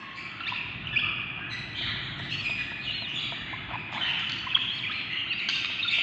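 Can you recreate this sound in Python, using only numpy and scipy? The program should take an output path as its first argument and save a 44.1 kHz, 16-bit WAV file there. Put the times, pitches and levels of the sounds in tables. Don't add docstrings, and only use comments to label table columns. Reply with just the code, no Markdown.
import sys
import numpy as np
from scipy import signal
from scipy.fft import rfft, irfft, next_fast_len
from scipy.io import wavfile
from scipy.ndimage import uniform_filter1d

SR = 44100
rng = np.random.default_rng(int(sys.argv[2]) if len(sys.argv) > 2 else 0)


def master(y):
    cut = np.clip(np.atleast_2d(y).T, -1, 1)
    pcm = np.round(cut * 32767)
    wavfile.write(sys.argv[1], SR, pcm.astype(np.int16))


N = 265482
LEAD_S = .5


def undb(db):
    return 10 ** (np.asarray(db) / 20)


def colour(x, points):
    hz, db = np.transpose(points)
    size = next_fast_len(x.shape[-1])
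    f = np.maximum(np.arange(size // 2 + 1) * SR / size, 1)
    gain = undb(np.interp(np.log(f), np.log(hz), db))
    return irfft(rfft(x, size) * gain, size)[..., :x.shape[-1]]


def add(track, s, sound):
    i = int((s + LEAD_S) * SR)
    sound = sound[:len(track) - i]
    track[i:i + len(sound)] += sound


def note(length, hz, turn, db, second_db, third_db, rough=0., edge=0.49, shakes=500., fourth_db=0.0):
    u = np.arange(int(length * SR) + 2) / (length * SR + 2)
    turn = np.clip(turn, .1, .9)
    pitch_shake, size_shake = [np.interp(u * length * shakes, np.arange(128), row)
                               for row in rng.standard_normal((2, 128))]
    glide = uniform_filter1d(np.interp(u, [0, turn, 1], hz), len(u) // 5 + 1, mode="nearest")
    pitch = glide * (1 + 0.1504 * rough * pitch_shake)
    phase = 2 * np.pi * np.cumsum(pitch) / SR
    harmonics_db = [0, second_db, third_db, third_db + fourth_db]
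    tone = 0
    for k, harmonic_db in enumerate(harmonics_db, 1):
        audible = k * pitch < 10000
        tone = tone + undb(harmonic_db) * audible * np.sin(k * phase)
    swell = np.sin(np.pi * np.interp(u, [0, turn, 1], [0, .5, 1])) ** edge
    return undb(db) * swell * (1 + rough * size_shake) * tone


def room(x, gap_s, rise_s, first_db=0):
    # (band centre [Hz], time to fall 60 dB [s])
    band_decays = [(1000, 1.65), (2500, 2.34), (4500, 1.22), (7500, 1.2)]
    slap_db = 4.5
    t = np.arange(int(1.6 * SR)) / SR
    noise = rfft(rng.standard_normal(len(t)))
    log_hz = np.log(np.arange(len(t) // 2 + 1) * SR / len(t) + 1)
    centres = np.log([hz for hz, _ in band_decays])
    echo = 0
    for k, (_, t60) in enumerate(band_decays):
        share = np.interp(log_hz, centres, np.eye(len(centres))[k])
        echo = echo + irfft(noise * share, len(t)) * 10 ** (-3 * t / t60)
    slaps = np.interp(t * 300, np.arange(500), rng.standard_normal(500))
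    echo *= undb((-0.5 + slap_db * slaps) * np.exp(-t / 0.18))
    echo *= 1 - np.exp(-t / rise_s)
    echo *= undb(first_db * np.exp(-t / .02))
    echo = np.r_[np.zeros(int(gap_s * SR)), echo * np.sqrt(10 / SR)]
    return signal.fftconvolve(x, echo)[:len(x)]


def chick(track):
    # (time [s], length [s], start [Hz], top [Hz], end [Hz], place of the top [share 0-1],
    #         dip of pitch at the top [Hz], level before start and flutter [dB], swell in the fall [dB])
    peeps = [(2.289, .127, 3480, 4520, 4300, .6, 270, -36, 3),
             (2.446, .024, 4200, 4270, 3750, .4, 0, -38, 0), (2.496, .013, 3700, 3720, 3000, .2, 0, -35, 1),
             (2.893, .171, 3580, 4350, 3380, .545, 320, -35, 0),
             (4.688, .078, 3640, 4330, 4300, .9, 0, -39.5, -2),
             (4.777, .017, 4250, 4280, 3470, .3, 0, -37, 6),
             (5.278, .128, 3700, 4740, 3600, .75, 0, -40, 8),
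             (5.815, .107, 4020, 4420, 3750, .82, 0, -37, 11)]
    catch_s, start_db = .015, -1.5
    for s, length, start_hz, top_hz, end_hz, top, catch_hz, db, swell_db in peeps:
        t = np.arange(0, length, 1 / SR)
        fade = np.clip(np.minimum(t, length - t) / 0.0011, 0, 1)
        waver, flutter = (np.interp(t * 160, np.arange(128), row) for row in rng.standard_normal((2, 128)))
        rise = np.clip(1 - t / (top * length), 0, 1)
        fall = np.clip((t / length - top) / (1 - top), 0, 1)
        arch = top_hz - (top_hz - start_hz) * rise ** 2 - (top_hz - end_hz) * fall ** 2.1
        pitch = arch - catch_hz * np.exp(-((t - top * length) / catch_s) ** 2)
        pitch = pitch * (1 + .006 * waver)
        loud = undb(db + start_db * rise + swell_db * fall) * undb(2.5 * flutter)
        add(track, s, fade * loud * np.sin(2 * np.pi * np.cumsum(pitch) / SR))
    return track


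def neighbour(track):
    # (start [s], end [s], start [Hz], turn [Hz], end [Hz], place of the turn [share 0-1],
    #                   level of the first harmonic [dB], second harmonic against the first [dB])
    warble = [(.403, .419, 2100, 1370, 1320, .25, -32.5, -1), (.431, .442, 2950, 2850, 2500, .75, -30, -15),
              (.444, .455, 2870, 2600, 2500, .6, -33, -14), (.456, .464, 2600, 2800, 3000, .5, -36, -20),
              (.465, .479, 1740, 1800, 2200, .55, -32, 5), (.478, .497, 2250, 2500, 2880, .6, -26.5, -6),
              (.497, .508, 3000, 3300, 3400, .5, -33, -8), (.518, .531, 1060, 990, 950, .55, -29.5, -14),
              (.87, .875, 2800, 2950, 3000, .4, -26, -15), (0.885, 0.905, 2490, 2430, 2390, 0.4, -35, -15),
              (0.927, 0.954, 1720, 1740, 1650, 0.65, -33, -2), (.958, .981, 2280, 2560, 3000, .7, -18, -17),
              (.989, 1.004, 1483, 1620, 1700, .4, -34, 9), (3.527, 3.552, 790, 969, 1080, 0.45, -34, -28),
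              (3.734, 3.763, 835, 1053, 868, 0.3, -32, -11), (3.954, 3.991, 783, 973, 1148, .4, -34.5, -1),
              (4.221, 4.246, 1327, 1354, 1290, 0.3, -37.5, -27),
              (4.467, 4.479, 1000, 1020, 1000, .55, -30.5, -8),
              (4.477, 4.485, 2850, 2700, 2600, .5, -31, -20),
              (4.502, 4.513, 3450, 3150, 2450, .3, -29, -18),
              (4.511, 4.535, 2420, 2630, 2450, .45, -27.5, -18),
              (4.532, 4.541, 1950, 1615, 1246, 0.7, -36, -22),
              (4.539, 4.558, 3100, 3350, 3150, .87, -10, -28), (4.562, 4.582, 1300, 950, 2200, .3, -32, -4),
              (4.833, 4.86, 2280, 2440, 1880, .2, -29.5, -30),
              (4.846, 4.859, 2750, 3100, 3400, .6, -34, -30),
              (4.862, 4.883, 2560, 2390, 2420, .6, -28.5, -30),
              (4.88, 4.894, 2450, 2880, 2900, .5, -32, -30), (4.896, 4.907, 1310, 1290, 1300, .5, -31, -10),
              (4.906, 4.927, 1480, 1800, 2160, .7, -35, 3),
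              (5.258, 5.278, 1246, 1390, 1860, 0.7, -41.5, -14),
              (5.303, 5.334, 2900, 2560, 2420, .7, -26, -22), (5.329, 5.338, 2000, 1950, 1720, .4, -35, 5),
              (5.789, 5.812, 2500, 2620, 2760, .7, -27, -12),
              (5.826, 5.844, 3880, 3700, 3600, .5, -21, -25),
              (5.848, 5.866, 1430, 1400, 1330, .4, -31.5, -10),
              (5.88, 5.893, 3500, 3630, 3600, .65, -19, -12)]
    # (time [s], length [s], pitch [Hz], level of the first harmonic [dB],
    #                          second harmonic against the first [dB])
    squawks = [(0.13, 0.013, 1400, -54.5, 5.5), (3.92, 0.052, 1702, -46.5, 2.5), (4.193, .02, 1722, -47, 6),
               (4.294, 0.011, 1550, -37, 7), (4.318, 0.0073, 1475, -44, 16), (5.487, 0.015, 1525, -26, 8),
               (5.644, 0.018, 1245, -36.5, 12)]
    aimed_db = -15
    sweet_third_db, squawk_third_db, squawk_db_per_khz = -10.5, -10, 25.5
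    rasp_hz, rasp_depth = 95, .7
    for s, end, start_hz, turn_hz, end_hz, turn, db, over_db in warble:
        low = turn_hz < 1100
        croak = .12 + .25 * low
        swell = .4 + 22 * max(turn - .7, 0)
        sung = note(max(end - s, 1 / 250), [start_hz, turn_hz, end_hz], turn, db, over_db,
                    over_db + sweet_third_db, rough=croak, edge=swell, fourth_db=-19)
        add(track[0], s, sung)
        add(track[1], s, sung * undb(min(aimed_db - db, 0) - 4 * low))
    for s, length, hz, db, over_db in squawks:
        third_db = over_db + squawk_third_db + squawk_db_per_khz * (hz / 1000 - 1)
        squawk = note(length, [hz, hz, hz], .1, db, over_db, third_db, rough=.55, edge=.7, shakes=1400.)
        throb = 1 + rasp_depth * np.sin(2 * np.pi * rasp_hz * np.arange(len(squawk)) / SR)
        squawk = squawk * throb / (1 + rasp_depth)
        for row in track:
            add(row, s, squawk)
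    return track


def far_birds(size):
    # (time [s], start [Hz], end [Hz], level of the first harmonic [dB],
    #                                     second harmonic against the first [dB])
    calls = [(-.1, 2480, 2860, -43.5, 5.5), (-.15, 3280, 3500, -49, 6.5), (-.06, 1070, 1088, -33, -9.5),
             (.14, 2132, 2447, -34, 0), (.525, 2457, 2666, -28.5, -17), (.84, 2990, 2515, -34.5, -37),
             (.985, 3286, 2664, -48, -41.5), (1.01, 1173, 1368, -34.5, -23), (1.38, 1390, 1720, -36, -31),
             (1.49, 2049, 1964, -33, 6.5), (1.5, 2403, 2770, -35.5, -0.5), (1.74, 2880, 3140, -29, -9.5),
             (1.74, 2324, 2413, -31.5, -7), (1.748, 3150, 3610, -25, -16), (1.8, 3680, 4104, -27, -26),
             (1.835, 3130, 3907, -32.5, -20), (1.82, 1510, 1198, -40, -21), (1.81, 2117, 1848, -30, -8.5),
             (2.0, 3167, 3680, -36, -6), (2.2, 4150, 4680, -41, -20), (2.17, 1822, 1994, -35, 1),
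             (2.283, 3115, 2760, -26.5, -1), (2.4, 2750, 2320, -29, -5), (2.432, 2500, 2468, -21.5, -2),
             (2.56, 2030, 1738, -30.5, -4), (2.79, 4250, 3820, -34.5, -20), (2.83, 3580, 3323, -27, -8.5),
             (2.85, 2935, 2852, -24, -17), (2.86, 2707, 2324, -34, -26.5), (3.07, 2680, 2960, -27.5, -6),
             (3.125, 3540, 3435, -24, -3), (3.165, 3840, 3470, -27, -12), (3.18, 2226, 2387, -31, -1),
             (3.3, 1960, 1776, -38.5, -13.5), (3.45, 1800, 2226, -33.5, -17), (3.72, 2542, 2420, -29, -15),
             (3.91, 3140, 3690, -31, -6.5), (3.98, 722, 1009, -39.5, 8.5),
             (4.002, 3160, 3024, -19.5, -12.5), (4.05, 2962, 2534, -26.5, -9),
             (4.175, 3460, 2694, -30, -11), (4.57, 2935, 2440, -40.5, -1.5), (4.575, 3490, 2982, -27, -12),
             (4.72, 2213, 2510, -41, 7), (4.9, 3045, 2524, -33.5, -8.5), (4.92, 4224, 4150, -30.5, -44),
             (5.08, 1960, 2102, -29, -9.5), (5.102, 2756, 2897, -22.5, -27.5),
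             (5.15, 3160, 2937, -27.5, -18.5), (5.36, 2727, 2204, -28.5, -7.5),
             (5.48, 3630, 3690, -24.5, -10), (5.485, 3230, 2427, -30, 1), (5.66, 2472, 3225, -31, -14),
             (5.92, 3650, 2832, -21.5, -21), (5.885, 2400, 2880, -19.5, -6.5)]
    flock_db, calls_a_second = -49.5, 90
    whistle_s, slide_s_per_octave = 0.02554, .12
    peak_share, third_db = .12, -2.5
    perches = np.zeros((3, size))
    chance = rng.random((int(calls_a_second * size / SR), 5))
    for when, pitch, glide, loud, long in chance:
        hz = 1000 * undb(11 * pitch ** .7)
        chirp = note(0.0042 + 0.0366 * long, [hz, hz * (0.87 + .45 * glide), hz], 0.577,
                     flock_db + 6 * loud, -13.5, -25.0, rough=0.648)
        add(perches[0], when * size / SR - LEAD_S, chirp)
    for k, (s, start_hz, end_hz, db, over_db) in enumerate(calls):
        length = whistle_s + slide_s_per_octave * abs(np.log2(end_hz / start_hz))
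        rough = min(.07 + 4 * abs(np.log(end_hz / start_hz)), .6)
        call = note(length, [start_hz, (start_hz + end_hz) / 2, end_hz], peak_share, db, over_db,
                    over_db + third_db, rough=rough)
        add(perches[k % 3], s, call)
    return sum(room(perch, 0, 0.008, first_db=1) for perch in perches)


def claws(track):
    # (time [s], level before tap_gain_db [dB])
    taps = [(1.811, -50), (1.956, -54), (2.198, -47.5), (2.496, -47), (2.718, -50), (2.898, -54),
            (3.022, -49), (3.141, -54), (3.323, -44.5), (5.7, -53.5), (5.984, -50)]
    # (time [s], length [s], RMS level with its short tail [dB])
    scrabbles = [(1.368, 0.045, -47.5), (3.532, 0.032, -51), (3.681, .09, -41), (3.887, .14, -41),
                 (4.035, 0.16, -50)]
    # (frequency [Hz], gain [dB])
    scrape_tint = [(400, -44), (650, -4.5), (1000, -2.5), (1400, -10.5), (2500, -7.5), (6000, -33.5)]
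    # (frequency [Hz], mean level against the tap [dB], time to fall 60 dB [s])
    walls = [(688, 4, 0.06), (940, 5.5, 0.034), (1305, 5, 0.024)]
    scrapes_a_second, tap_gain_db = 700, 5.5
    for s, length, db in scrabbles:
        when, size = rng.random((2, int(length * SR)))
        grains = (when < scrapes_a_second / SR) * (size - .5) * np.hanning(len(when)) ** 0.084
        grains = colour(np.r_[grains, np.zeros(500)], scrape_tint)
        add(track, s, undb(db) * grains / grains.std())
    t = np.arange(int(.12 * SR)) / SR
    attack = np.minimum(t / 0.0001, 1)
    for (s, db), spread in zip(taps, rng.standard_normal((len(taps), 3))):
        ring = 0
        for (hz, wall_db, t60), deviation in zip(walls, spread):
            decay = 10 ** (-3 * t / t60)
            ring = ring + undb(wall_db + 1.5 * deviation) * np.sin(2 * np.pi * hz * t) * decay
        add(track, s, undb(db + tap_gain_db) * attack * ring)
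    return track


def house():
    # (time [s], level [dB])
    rumble = [(0, -53), (.55, -49.5), (.85, -42.5), (1.399, -46), (2.2, -41), (2.7, -47), (3.5, -45),
              (4.402, -47.5), (5.497, -50.5), (6.02, -50.5)]
    # (frequency [Hz], gain [dB])
    air_tint = [(94, -37), (160, 1.5), (301, -2), (353, -4), (425, -13.5), (504, -18), (665, -10.5),
                (828, -11.5), (1200, -14), (1560, -40), (2640, -120)]
    # (centre [Hz], width [Hz])
    drones = [(58, 16), (120, 46)]
    # (RMS level at the mean rumble [dB], how strongly it follows the swell [dB/dB])
    mix = [(-48.5, 0.38), (-59.5, 1.2), (-49, 1.25)]
    s, rumble_db = np.transpose(rumble)
    swell_db = np.interp(np.arange(N) / SR, s, rumble_db - rumble_db.mean())
    noise = rng.standard_normal((3, N))
    layers = [colour(noise[0], air_tint)]
    for row, (hz, width) in zip(noise[1:], drones):
        band = signal.butter(2, [hz - width / 2, hz + width / 2], "band", fs=SR, output="sos")
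        layers.append(signal.sosfilt(band, row))
    return sum(x / x.std() * undb(db + follows * swell_db) for x, (db, follows) in zip(layers, mix))


def scene():
    # (frequency [Hz], gain [dB])
    near_walls = [(1300, -6), (2200, 0)]
    # (frequency [Hz], gain [dB])
    port_tint = [(100, -45), (900, -15), (2600, 0), (6000, -9)]
    lead = int(LEAD_S * SR)
    size = N + lead
    near, sent = neighbour(np.zeros((2, size)))
    first_echoes = undb(-0.5) * room(colour(sent, near_walls), 0.0065, 0.00084)
    later_echoes = undb(-10) * room(sent, 0.031, 0.00097)
    echoes = first_echoes + later_echoes
    middle = near + echoes + chick(np.zeros(size)) + far_birds(size) + claws(np.zeros(size))
    side = undb(-20) * colour(near + .3 * echoes, port_tint)
    return np.array([middle - side, middle + side])[:, lead:] + house()


def record(dry):
    # (frequency [Hz], gain [dB])
    treble = [(3000, 0.5), (3600, -1), (4500, -5.5), (5500, -23), (6500, -18.5), (7500, -24.5), (8500, -42)]
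    top_hz = 8600
    low_pass = signal.ellip(8, .2, 70, top_hz, fs=SR, output="sos")
    return signal.sosfilt(low_pass, colour(dry, treble))


dry = scene()
out = record(dry)
master(out)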